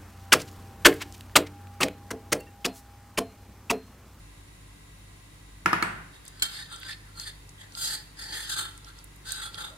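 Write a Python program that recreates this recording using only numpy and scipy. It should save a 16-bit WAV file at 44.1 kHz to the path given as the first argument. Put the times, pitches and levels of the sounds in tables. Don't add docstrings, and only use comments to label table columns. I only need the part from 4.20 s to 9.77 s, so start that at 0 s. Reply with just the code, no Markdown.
import sys
import numpy as np
from scipy import signal
from scipy.fft import rfft, irfft, next_fast_len
from scipy.io import wavfile
from scipy.ndimage import uniform_filter1d

SR = 44100
rng = np.random.default_rng(int(sys.argv[2]) if len(sys.argv) > 2 else 0)


def attenuation_scalar(level_db):
    decades = np.asarray(level_db, float) / 20
    return 10 ** decades


def inscribe(sig):
    pcm = np.round(np.clip(np.atleast_2d(sig).T, -1, 1) * 32767)
    wavfile.write(sys.argv[1], SR, pcm.astype(np.int16))


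N = 245637
T = np.arange(N) / SR

# frequency in Hz, level in dB.
HUM_LINES = [(48.7, -54), (58, -65.5), (99.6, -58.5), (146, -66.5), (289, -69)]
# frequency in Hz, density in dB per Hz.
AIR_SPECTRUM = [(12, -18), (20, -3), (60, -6.5), (168, -7), (234, -18), (293, -16), (642, -27), (1030, -23),
                (1810, -30.5), (1960, -22.5), (2320, -27.5), (3740, -30), (5850, -34), (10800, -33.5),
                (16000, -49.5)]
# frequency in Hz, width in Hz, height above the air in dB.
WHINES = [(304, 10, 4), (1037, 26, 4.5), (1634, 110, 6), (1950, 150, 3.5), (2690, 30, 7.5), (3830, 150, 7),
          (4400, 50, 6), (5700, 190, 3.5), (7050.3, 350, 7), (8880, 508.5, 5), (11000, 220, 8.5),
          (15200, 250, 17)]
# frequency in Hz, t60 in s.
KITCHEN_DECAY = [(100, 0.84), (400, 0.66), (1200, 0.59), (3000, 0.62), (8000, 0.38), (16000, 0.48)]
# start in seconds, peak in dB, centre in Hz, left minus right in dB.
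WET_TICKS = [(1.9444, -52, 3880, -7), (2.0639, -46, 5000, -3), (2.6319, -35.5, 2410, 3),
             (2.9986, -29.5, 4930, 7), (3.5224, -46, 4900, 3.5), (3.5513, -32.5, 4150, 2),
             (4.6463, -43, 4830, -4), (4.6604, -53, 3210, 3), (4.7885, -43.5, 5500, -4),
             (5.0809, -43, 4500, 0.0), (5.1064, -30, 4530, 3), (5.3447, -35.5, 3800, -10),
             (3.573, -42, 1300, 0.0)]
# start in seconds, peak in dB, centre in Hz, left minus right in dB.
PASTE_SNAPS = [(2.0526, -42.5, 9000, -3), (2.0797, -36, 8000, 1), (2.5608, -45, 7000, 14.5),
               (2.6005, -45, 10500, 0), (3.292, -41.5, 7100, 2), (4.577, -42, 7500, -2),
               (4.842, -43, 10300, -6), (4.9613, -51.5, 9900, -8), (5.1209, -27, 8700, -13.5)]
# start in seconds, level in dB, pitch in Hz, t60 in s, length in s.
SETTLE_BUMP = (5.485, -56, 630, 0.025, .04)
# start in seconds, peak in dB.
SPOON_CLINKS = [
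    (2.197, -49),
    (2.222, -30),
    (2.2227, -25.5),
    (2.2254, -24),
    (2.2265, -31.5),
    (2.2327, -35.5),
    (2.253, -41),
]
# frequency in Hz, level in dB, t60 in s.
SPOON_MODES = [(1524, -26, 0.027), (2280, -9, 0.038), (3200, -3.5, 0.12), (3540, -20, .06),
               (4260, 0.5, 0.044), (5060, -10, .08), (6970, -8, 0.042), (7500, -12, 0.031),
               (8000, -4, 0.036), (9170, -15, 0.047), (10000, -30, 0.054), (11870, -16, .04)]
# start in seconds, peak in dB, crack in dB, chip pitch in Hz, rim level in dB.
BOWL_KNOCKS = [
    (1.459, -7, -18.5, 5350, -35),
    (1.53, -8.5, -19.5, 5100, -37),
    (1.625, -10.5, -15.5, 4460, -15),
]
# frequency in Hz, level in dB, t60 in s.
BOWL_MODES = [(117, -2, 0.11), (173.6, 5.5, 0.22), (326, 0, 0.081), (850, -7, 0.026), (1240, 5, 0.03),
              (1366, -5, 0.014), (1510, 10.5, 0.017), (1642.7, -9, 0.017), (2030, -2, .012),
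              (2416, 3, 0.027), (2434.3, 2.5, 0.014), (3070, -8, 0.0164)]
# frequency in Hz, density in dB per Hz.
CLATTER_SPECTRUM = [(59, -33), (100, -3.5), (360, -7.5), (523, -12), (1500, 3), (2320, -7), (4050, -22),
                    (5190, -26.5), (9850, -24), (14000, -39)]
# frequency in Hz, width in Hz, level in dB.
TRAY_MODES = [(1120, 59, -11), (1254, 52, 10), (1376.5, 32, 11), (1552, 27, 3.5), (1700, 27, -8),
              (1800, 67, 11), (1906, 51, 9.5), (2140, 31, 4.5), (2410, 44.76, 2), (3177, 46, 2),
              (3390, 40, -1.5), (3580, 33, -2), (3756, 56, -3), (4010, 53, -5), (4310, 30, -2),
              (4520, 60, -2), (4798, 57, -1.5), (4990, 33, -1), (5800, 360, -7), (6400, 180, -4),
              (7270, 230, -3), (6900, 1000, 4), (8160, 160, 4), (8800, 180, -0.5), (9400, 68, 2),
              (10530, 100, 11.5), (11000, 280, -17)]
# frequency in Hz, t60 in s.
TRAY_DRONE = (870, 0.06)
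# frequency in Hz, density in dB per Hz.
SCRAPE_SPECTRUM = [(180, -44), (300, 11), (713, -2), (870, -4), (1060, -33), (1260, 10), (1660, 11.5),
                   (1870, -8), (2610, -5), (3130, -15), (4590, -5.5), (6000, -7), (8000, 3), (11100, -2.5),
                   (16000, -20)]
# frequency in Hz, width in Hz, depth in dB.
TRAY_GAPS = [(1120, 160, -2), (2870, 200, -5.5), (5450, 300, -7), (5950, 300, -4), (10448, 680, -10)]
# peak time in seconds, scrape in dB, rise over 20 dB in s, fall over 20 dB in s,
# weight on the tray in dB.
HAND_SLIPS = [(2.231, -37.5, .006, .09, -8.5), (2.4, -43, 0.25, 0.1, -6), (2.532, -44, 0.05, 0.08, -3),
              (2.682, -44.5, -0.07, 0.08, -1), (2.726, -42.5, 0.21, 0.03, -5), (2.978, -50, .035, 0.05, -4),
              (3.006, -44.5, .05, 0.12, -11), (3.076, -41.5, 0.03, .05, -5.5),
              (3.576, -45, -0.08, 0.06, -3), (3.635, -36, 0.09, 0.19, -8), (3.75, -40, 0.21, 0.04, -5.5),
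              (3.998, -45, 0.04, .5, -5.5), (4.15, -41, .1, 0.26, -4.5),
              (4.295, -38.5, -0.01, 0.0672, -3.5), (4.332, -35.5, 0.036, .035, -10),
              (4.382, -35, .028, 0.1335, -3), (4.426, -41, 0.19, 0, -6), (4.488, -61, 7, 0.35, -18.5),
              (5.084, -42.5, 0.0429, 0.27, -5), (5.128, -46, 0.08, 0.19, -2.5), (5.262, -43, 0.16, .06, -2),
              (5.346, -47, .025, 0.04, -5), (5.385, -41.5, 0.02, 0.18, -2.5), (5.455, -46, 0.13, 0.06, -3)]
# peak time in seconds, scrape in dB, weight on the tray in dB.
HAND_NUDGES = [
    (1.955, -60, -5),
    (2.074, -57, -8),
    (2.15, -65, 1),
    (2.885, -67, 5.5),
    (3.42, -51, -2.5),
    (4.687, -56, 3),
    (4.788, -58.5, -5),
]
# time in seconds, favoured low pitch in Hz, favoured high pitch in Hz,
# gloss of the slide in dB, grip on the rim in dB.
TRAY_CONTACT = [(1.95, 1800, 3900, -3.5, 8), (2.27, 1410, 4070, -8.5, -4), (2.42, 1870, 4270, -6, -5),
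                (2.53, 1320, 4050, -7, -2), (2.74, 1825, 4000, -10.5, -7), (2.97, 1400, 4600, -1.5, 0),
                (3.09, 1800, 4000, -4, -7), (3.42, 1860, 3700, -8, 0), (3.56, 1400, 4400, 0, -5.5),
                (3.64, 1650, 4500, 1, -2.5), (3.79, 1740, 4540, -1.5, 2), (4.0, 1860, 4500, -5, -1),
                (4.11, 1870, 4000, -4.5, 5), (4.3, 1624, 4150, 0, -5.5), (4.39, 1410, 3900, -3, -2.5),
                (4.7, 1420, 3960, -6, 0), (5.1, 1486, 4100, -3, -5.5), (5.45, 1340, 3820, -8, 2.5)]

PORTS_M = 0.31
AIR_DB = -58.5
TICK_OCTAVES, TICK_T60_S = 0.55, 0.011
SNAP_OCTAVES, SNAP_T60_S = 0.57, 0.02
THUD_DB = -11.5
NUDGE_RISE_S, NUDGE_FALL_S = .06, 0.055
ROUNDNESS = 1.436
LOW_SPLIT_HZ, HIGH_SPLIT_HZ, LEAN_DB_PER_OCTAVE = 1530, 4270, 14.5
DRONE_LINGER, BOOM_LINGER, SCRAPE_LINGER, HISS_LINGER = 1.08, 1.006, 0.9, .85
DRONE_DB, CROWD_DB, TRAY_DB, PAN_DB = -13.5, -4.5, 3.0, -1.0
PATCHY_DB, PATCHES_PER_S = 1.5, 30
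TOP_HZ = 16150


def colour(table, hz):
    rows = np.array(table)
    return np.interp(np.log(hz + 1), np.log(rows[:, 0]), rows[:, 1])


def bumps(table, hz):
    return sum(db / (1 + (2 * (hz - f) / w) ** 2) for f, w, db in table)


def shape(x, gain):
    size = next_fast_len(x.shape[-1])
    return irfft(rfft(x, size) * gain(np.fft.rfftfreq(size, 1 / SR)), size)[..., :x.shape[-1]]


def unit(x):
    return x / np.sqrt(np.mean(x ** 2))


def even(x, span_s=0.03):
    return x / np.sqrt(uniform_filter1d(np.mean(x ** 2, 0), int(span_s * SR)))


def pan(db):
    return attenuation_scalar(np.array([db, -db]) / 2)


def walk(rate_hz):
    k = int(SR / rate_hz)
    knots = N // k + 2
    return 1.26 * np.interp(T, np.arange(knots) * k / SR, rng.standard_normal(knots))


def diffuse(size):
    mid, side = rng.standard_normal((2, size))
    alike = lambda hz: np.sinc(2 * hz * PORTS_M / 343)
    side = shape(side, lambda hz: np.sqrt((1 - alike(hz)) / (1 + alike(hz))))
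    return np.array([mid + side, mid - side])


def ring(x, hz, t60_s, turn_rad):
    pole = np.exp((2j * np.pi * hz - np.log(1000) / max(t60_s, .002)) / SR)
    z = signal.lfilter([1], [1, -pole], x)
    return np.array([z.imag, (z * np.exp(1j * turn_rad)).imag])


def tail(t60, length_s):
    noise = diffuse(int(length_s * SR))
    t = np.arange(noise.shape[1]) / SR
    out = 0
    for f in 60 * 2 ** np.arange(0, 8.5, .5):
        band = shape(noise, lambda hz: np.clip(1 - 2 * abs(np.log2((hz + 1) / f)), 0, 1))
        out = out + band * attenuation_scalar(-60 * t / t60(f))
    return out / np.sqrt(np.sum(out ** 2) / 2)


def through(x, response):
    return signal.fftconvolve(x[None], response, axes=1)[:, :N]


def place(out, start_s, sound):
    k, out = int(start_s * SR), out.copy()
    out[:, k:k + sound.shape[1]] += sound[:, :N - k]
    return out


def fridge():
    hum = 0
    for line_hz, db in HUM_LINES:
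        phase = 2 * np.pi * np.cumsum(line_hz + 0.17 * walk(3.08)) / SR
        hum = hum + np.sqrt(2) * attenuation_scalar(db + 2.0 * walk(6.8)) * np.sin(phase)
    spectrum = lambda hz: attenuation_scalar(colour(AIR_SPECTRUM, hz) + bumps(WHINES, hz)) * hz ** 2 / (hz ** 2 + 53.55 ** 2)
    air = shape(diffuse(N), spectrum)
    level = np.std(shape(air.mean(0), lambda hz: hz > 400))
    return hum + air * attenuation_scalar(AIR_DB) / level


def ticks():
    out, t = np.zeros((2, N)), np.arange(int(.06 * SR)) / SR
    kinds = ((WET_TICKS, TICK_OCTAVES, TICK_T60_S), (PASTE_SNAPS, SNAP_OCTAVES, SNAP_T60_S))
    for rows, octaves, t60_s in kinds:
        for s, db, centre_hz, pan_db in rows:
            band = lambda hz: np.exp(-(np.log2((hz + 1) / centre_hz) / octaves) ** 2)
            snap = shape(rng.standard_normal((2, len(t))), band) * attenuation_scalar(-60 * t / max(t60_s, .002))
            out = place(out, s, attenuation_scalar(db + 8.0) * snap / abs(snap).max() * pan(pan_db)[:, None])
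    return out


def settling():
    s, db, hz, t60_s, length_s = SETTLE_BUMP
    swell = np.exp(-((T - s - length_s) / length_s) ** 2)
    return attenuation_scalar(db) * even(ring(rng.standard_normal(N), hz, t60_s, 0.55)) * swell


def spoon():
    blows = np.zeros(N)
    for s, db in SPOON_CLINKS:
        blows[int(s * SR)] = attenuation_scalar(db)
    modes = 0
    for hz, db, t60_s in SPOON_MODES:
        modes = modes + attenuation_scalar(db + 7.5) * ring(blows, hz, min(t60_s, .1), rng.uniform(-np.pi, np.pi))
    spray = through(blows, tail(lambda hz: .1, 0.2))
    rim = shape(spray, lambda hz: attenuation_scalar(colour(SCRAPE_SPECTRUM, hz)) * hz ** 2 / (hz ** 2 + 710.0 ** 2))
    return modes + attenuation_scalar(20.5) * rim


def bowl():
    out, sent = np.zeros((2, N)), np.zeros((1, N))
    t = np.arange(int(.3 * SR)) / SR
    lag_s = 0.000803
    click = 1. * (np.arange(len(t)) == SR // 10)
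    pushes = ((.0001, 0.411), (.0011, 1.), (.0034, .4))  # (s, size)
    push = sum(size * np.exp(-((t - at) / .00008) ** 2) for at, size in pushes)
    for s, db, crack_db, chip_hz, rim_db in BOWL_KNOCKS:
        body = 0
        for hz, mode_db, t60_s in BOWL_MODES:
            share_db = mode_db + 2.0 * rng.standard_normal() + THUD_DB * (hz < 500)
            turn_rad = 2 * np.pi * hz * lag_s * min(hz / 980.0, 1)
            mode_hz = hz * (1 + 0.042 * rng.standard_normal())
            body = body + attenuation_scalar(share_db) * ring(rng.choice((-1, 1)) * push, mode_hz, t60_s, turn_rad)
        out = place(out, s, attenuation_scalar(db) * body / abs(body.mean(0)).max())

        crack = rng.standard_normal(len(t)) * np.exp(-abs(t - .001) / 0.00049)
        chip = ring(crack, chip_hz, 0.015, 1.74)
        out = place(out, s, attenuation_scalar(db + crack_db + 4.0) * chip / abs(chip).max())

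        grains = shape(diffuse(len(t)), lambda hz: hz / (hz + 2400.0) / (1 + (hz / 7800.0) ** 2))
        out = place(out, s, attenuation_scalar(db + crack_db + 6) * grains * np.exp(-t / 0.0033))

        rim = [(8350, 900, rim_db + 24), (chip_hz, 500, 6), (170, 30, 6), (345, 40, 6)]
        clatter = shape(click, lambda hz: attenuation_scalar(colour(CLATTER_SPECTRUM, hz) + bumps(rim, hz)))
        sent = place(sent, s - .099, attenuation_scalar(db) * clatter[None])
    return shape(out, lambda hz: 1 - 1 / (1 + (hz / 180.0) ** 6)), sent[0]


def slips(weight, linger):
    nudges = [(s, db, NUDGE_RISE_S, NUDGE_FALL_S, low_db) for s, db, low_db in HAND_NUDGES]
    power = np.full(N, 1e-18)
    for s, db, rise_s, fall_s, low_db in list(HAND_SLIPS) + nudges:
        near = slice(int((s - .5) * SR), int((s + 1) * SR))
        t = T[near]
        away = np.where(t < s, (s - t) / max(rise_s, .005), (t - s) / max(fall_s, .005)) / linger
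        power[near] += attenuation_scalar(db + weight * low_db - 20 * away ** ROUNDNESS) ** 2
    return np.sqrt(power)


def patchy():
    return attenuation_scalar(PATCHY_DB * walk(PATCHES_PER_S))


def tray_body(grit, boom_hz, scrape_hz):
    modes = 0
    for hz, width_hz, db in TRAY_MODES:
        off = np.log2(hz / boom_hz) / .16 if hz < 2800 else np.log2(hz / scrape_hz) / .45
        favour_db = (16 * np.exp(-off ** 2) - 8) * (hz < 5400)
        feed = attenuation_scalar(db + 4 * walk(11) + favour_db)
        turn_rad = rng.uniform(-np.pi, np.pi)
        modes = modes + np.sqrt(width_hz) * ring(feed * grit, hz, 2.02 / width_hz, turn_rad)
    crowd = sum(attenuation_scalar(2.3 * walk(8.2)) * through(grit, tail(lambda hz: .08, .12)) for _ in range(3))
    crowd = shape(crowd, lambda hz: attenuation_scalar(colour(SCRAPE_SPECTRUM, hz) - 3.1 * (hz < 2800)))
    body = unit(modes) + attenuation_scalar(CROWD_DB) * unit(crowd)
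    return shape(body, lambda hz: attenuation_scalar(bumps(TRAY_GAPS, hz)))


def tray():
    rows = np.array(TRAY_CONTACT)
    boom_hz, scrape_hz, gloss_db, grip_db = (np.interp(T, rows[:, 0], c) for c in rows.T[1:])
    grain_db = 2.2 * rng.exponential(size=N) + 2.3 * walk(150) + 0.75 * walk(40)
    grit = unit(rng.standard_normal(N) * attenuation_scalar(grain_db))
    body = tray_body(grit, boom_hz, scrape_hz)

    edges_hz = (1020, LOW_SPLIT_HZ, 2600, HIGH_SPLIT_HZ, 5700)
    under = [shape(body, lambda hz: 1 / (1 + (hz / edge) ** 16)) for edge in edges_hz]

    def lean(k, hz, split_hz):
        upper_gain = attenuation_scalar(LEAN_DB_PER_OCTAVE * np.log2(hz / split_hz))
        return even((under[k] - under[k - 1]) + (under[k + 1] - under[k]) * upper_gain)

    lowest = even(ring(grit, *TRAY_DRONE, 1.82)) + attenuation_scalar(-2.5) * even(under[0])
    drone = lowest * attenuation_scalar(DRONE_DB + grip_db) * slips(0.9, DRONE_LINGER)
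    boom = lean(1, boom_hz, LOW_SPLIT_HZ) * slips(1, BOOM_LINGER) * patchy()
    scrape = lean(3, scrape_hz, HIGH_SPLIT_HZ) * slips(0, SCRAPE_LINGER) * patchy()
    hiss = even(body - under[4]) * attenuation_scalar(gloss_db) * slips(0, HISS_LINGER) * patchy()
    return (drone + boom + scrape + hiss) * attenuation_scalar(TRAY_DB) * pan(PAN_DB)[:, None]


def scene():
    room = np.pad(tail(lambda hz: colour(KITCHEN_DECAY, hz), 0.94), ((0, 0), (int(.006 * SR), 0)))
    counter = np.pad(tail(lambda hz: .09, 0.18), ((0, 0), (int(.003 * SR), 0)))
    knocks, clatter = bowl()
    hand = tray() + spoon() + ticks() + settling()
    echoes = through(attenuation_scalar(24.5) * clatter + attenuation_scalar(-14.5) * hand[0], room)
    echoes = echoes + attenuation_scalar(19.0) * through(clatter, counter)
    return knocks + hand + echoes + fridge()


def top_cut(x):
    return signal.sosfilt(signal.butter(12, 16490, fs=SR, output="sos"), x)


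def record(dry):
    mix = shape(dry, lambda hz: np.clip((TOP_HZ - hz) / 300, 0, 1))
    return top_cut(mix)


dry = scene()
out = record(dry)
inscribe(out)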